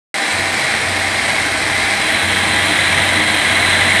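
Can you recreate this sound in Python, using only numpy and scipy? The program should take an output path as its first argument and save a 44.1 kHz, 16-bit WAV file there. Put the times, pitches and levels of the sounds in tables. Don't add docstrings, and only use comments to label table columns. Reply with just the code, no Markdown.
import sys
import numpy as np
from scipy import signal
from scipy.fft import rfft, irfft
from scipy.io import wavfile
from scipy.ndimage import uniform_filter1d

SR = 44100
rng = np.random.default_rng(int(sys.argv[2]) if len(sys.argv) > 2 else 0)


def int16_out(signal):
    q = np.round(np.clip(np.atleast_2d(signal).T, -1, 1) * 32767)
    wavfile.write(sys.argv[1], SR, q.astype(np.int16))


N = 176400
T = np.arange(N) / SR


def undb(db):
    return 10 ** (np.asarray(db) / 20)


def unit(x):
    return x / np.sqrt(np.mean(x ** 2))


def curve(rows):
    return np.interp(T, *np.array(rows).T)


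def walk(rate_hz):
    hold = int(SR / rate_hz)
    steps = np.repeat(rng.standard_normal(400), hold)[:N]
    return 1.345 * uniform_filter1d(uniform_filter1d(steps, hold), hold)


def pings(rows, decay_s, size=2500):
    out, age = np.zeros(N + size), T[:size]
    for start_s, db, hz in rows:
        at = int(np.clip(start_s * SR, 0, N))
        out[at:at + size] += undb(db) * np.exp(-age / decay_s) * np.sin(2 * np.pi * hz * age)
    return out[:N]


def workshop(x, count=12, size=16000):
    t60_s, onset_s, echo_gain = 0.34, 0.0096, undb(-10)
    age, echo = T[:size], 0
    decay = np.exp(-np.log(1000) * age / t60_s) * np.minimum(age / onset_s, 1)
    for k in range(count):
        tail = decay * rng.standard_normal(size)
        crossfade = np.cos(np.pi / 2 * np.clip(T / T[-1] * (count - 1) - k, -1, 1))
        echo = echo + crossfade * signal.fftconvolve(x, tail / np.sqrt(np.sum(tail ** 2)))[:N]
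    return (x + echo_gain * echo) / np.hypot(1, echo_gain)


def crumbs(moved):
    # frequency in Hz, relative level in dB.
    modes = [(7330, -1), (8280, -4), (9350, -3), (11250, -7), (12150, -9)]
    hits_per_s, near_db, approach_db = 70, -40.5, 5
    hits = []
    for when, spot, soft, detune in rng.random((int(hits_per_s * N / SR), 4)):
        hz, db = modes[int(spot * len(modes))]
        hits.append((when * N / SR, db - 12 * soft, hz * (1 + 0.023 * (detune - .5))))
    return unit(pings(hits, decay_s=0.0069)) * undb(near_db + approach_db * (moved - 1))


def drive(moved):
    # time in seconds, rms level in dB.
    hum_levels = [(.29, -45), (.36, -32), (.55, -38), (.68, -49), (.9, -29), (1.3, -39), (1.8, -32.5),
                  (2.1, -48), (2.26, -29.5), (2.68, -31), (2.78, -42), (2.92, -28), (3.22, -31),
                  (3.35, -38), (3.6, -32), (3.86, -26.5), (4.0, -32)]
    # frequency in Hz, rms level in dB at the first position and at the second.
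    whines = [(226.3, -42, -37.5), (668, -55, -38), (786, -34, -42), (998, -46, -38.5), (1158, -56, -38.5),
              (1985, -40, -31.5), (2161, -38, -34)]
    hum_hz, whine_drift, waver_db = 93.1, 0.00238, 2
    hum_db = curve(hum_levels) + 0.39 * walk(21)
    hum_phase = 2 * np.pi * np.cumsum(hum_hz * (1 + .002 * walk(6))) / SR
    tones = undb(hum_db) * np.sin(hum_phase)
    for hz, first_db, second_db in whines:
        phase = 2 * np.pi * np.cumsum(hz * (1 + whine_drift * walk(25))) / SR
        db = first_db + (second_db - first_db) * moved + waver_db * walk(15)
        tones += undb(db) * np.sin(phase)
    return np.sqrt(2) * tones


def shaft():
    # time in seconds, gain in dB.
    chatter_levels = [(.14, -20), (2.0, -19), (2.3, -24), (2.7, -25), (2.82, -11), (3.35, -16), (4.0, -8)]
    # start in seconds, relative level in dB, ring frequency in Hz.
    knocks = [(0.7388, 4, 1930), (1.384, 2, 2120), (2.1, 2, 1920), (2.1469, 0, 2170), (2.7892, 4.5, 1990),
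              (3.175, 2, 1950), (3.211, 5, 1980), (3.466, -1, 1970), (3.626, 2, 2090), (3.8177, 4.5, 2010)]
    taps_per_s, scatter_db, ring_hz, spread_hz = 55, 4.5, 2040, 148
    decay_s, knock_db = 0.0053, -10.5
    chance = rng.standard_normal((int(taps_per_s * N / SR), 3))
    taps = [((k + .4 * late) / taps_per_s, scatter_db * min(hard, 1), ring_hz + spread_hz * spot)
            for k, (late, hard, spot) in enumerate(chance)]
    chatter = pings(taps, decay_s) * undb(curve(chatter_levels))
    return chatter + undb(knock_db) * pings(knocks, decay_s)


def minimum_phase(x, gain_db, size):
    cepstrum = irfft(np.log(undb(gain_db)))
    cepstrum[1:size // 2] *= 2
    cepstrum[size // 2 + 1:] = 0
    return signal.fftconvolve(x, irfft(np.exp(rfft(cepstrum))))[:N]


def frame(x, position, size=8192):
    # frequency in Hz, gain in dB at the first position and at the second.
    colour = np.array([(25.0, -24, -21), (65.0, -7, -8), (120.0, -7.5, -3), (394, -8.5, -6.5),
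                       (1370, -6.5, -4), (2073, 4, 2.6), (2970, -11, -6.3), (3840, -9, -4.5),
                       (4750, -11.5, -16.5), (6500, -18.5, -19), (9870, -20.5, -19.5), (14000.0, -42, -37)])
    # centre and width in Hz, lift in dB at the first position and at the second.
    panels = [(205, 66, 0, 3.7), (310, 31, 10.5, 8.9), (654, 106, 7.5, 6.6), (805, 54, 8, 6.4),
              (995, 56, 4.5, 2.6), (1620, 110, 2.5, 5.7), (1730, 78, 1, 1.8), (1970, 120, -2, 4.2),
              (2165, 170, 0, 1.9), (3236, 320, 3, 6.1), (4012, 145, 7, 9.9), (8240, 340, 8.5, 6.1),
              (8560, 1470, 3, 4.8), (9340, 480, 4, 8.1), (11170, 300, 6, 5.5)]
    hz = np.maximum(np.arange(size // 2 + 1) * SR / size, 1)
    db = np.interp(np.log(hz), np.log(colour[:, 0]), colour[:, 1 + position])
    for centre, width, *lift in panels:
        db = db + lift[position] / (1 + (2 * (hz - centre) / width) ** 2)
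    return minimum_phase(x, db, size)


def clatter():
    # multiple of the turning rate, depth in dB.
    throb = [(2, 0.28), (3, 0.33), (4, 0.06)]
    roller_hz, mesh_hz, mesh_depth_db, wander_db = 9.26, 113.6, 0.47, 0.24
    ticks_per_s, scatter_db, rub_db = 5000, 2.5, -2.5
    sizes = rng.choice([-1, 1], N) * undb(scatter_db * np.clip(rng.standard_normal(N), -2, 2))
    ticks = unit(sizes * (rng.random(N) < ticks_per_s / SR))
    rubbing = undb(rub_db) * rng.standard_normal(N)
    throb_db = mesh_depth_db * np.cos(2 * np.pi * mesh_hz * T) + wander_db * walk(12)
    for multiple, depth_db in throb:
        throb_db += depth_db * np.cos(2 * np.pi * (multiple * roller_hz * T + rng.random()))
    return unit(ticks + rubbing) * undb(throb_db)


def scene():
    # time in seconds, place from 0 (first position) to 1 (second).
    path = [(.14, 0.019), (1.98, .1), (2.14, 0.71), (2.8, 0.83), (4.0, 1)]
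    # time in seconds, gain in dB.
    nearness = [(.14, -0.66), (1.0, -.7), (1.9, -0.1), (2.25, -1.1), (2.7, 0), (2.85, 0.5), (3.35, -.6),
                (3.6, 0), (4.0, -0.1)]
    clatter_db = -6.5
    moved = curve(path)
    blows = workshop(clatter())
    rattle = (1 - moved) * frame(blows, 0) + moved * frame(blows, 1)
    rattle *= undb(clatter_db + curve(nearness))
    return (rattle + drive(moved) + workshop(shaft()) + crumbs(moved))[None]


def record(dry):
    start_s, bass_start_s, bass_fade_s, ceiling, top_hz = .142, .32, 0.044, .93, 13850
    thin = signal.sosfilt(signal.butter(3, 185, "high", fs=SR, output="sos"), dry)
    bass_in = np.clip((T - bass_start_s) / bass_fade_s + .5, 0, 1)
    sound = (thin + bass_in * (dry - thin)) * (T >= start_s)
    rounded = sound / (1 + (sound / ceiling) ** 6) ** (1 / 6)
    return signal.sosfilt(signal.ellip(12, .2, 90, top_hz, fs=SR, output="sos"), rounded)


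dry = scene()
out = record(dry)
int16_out(out)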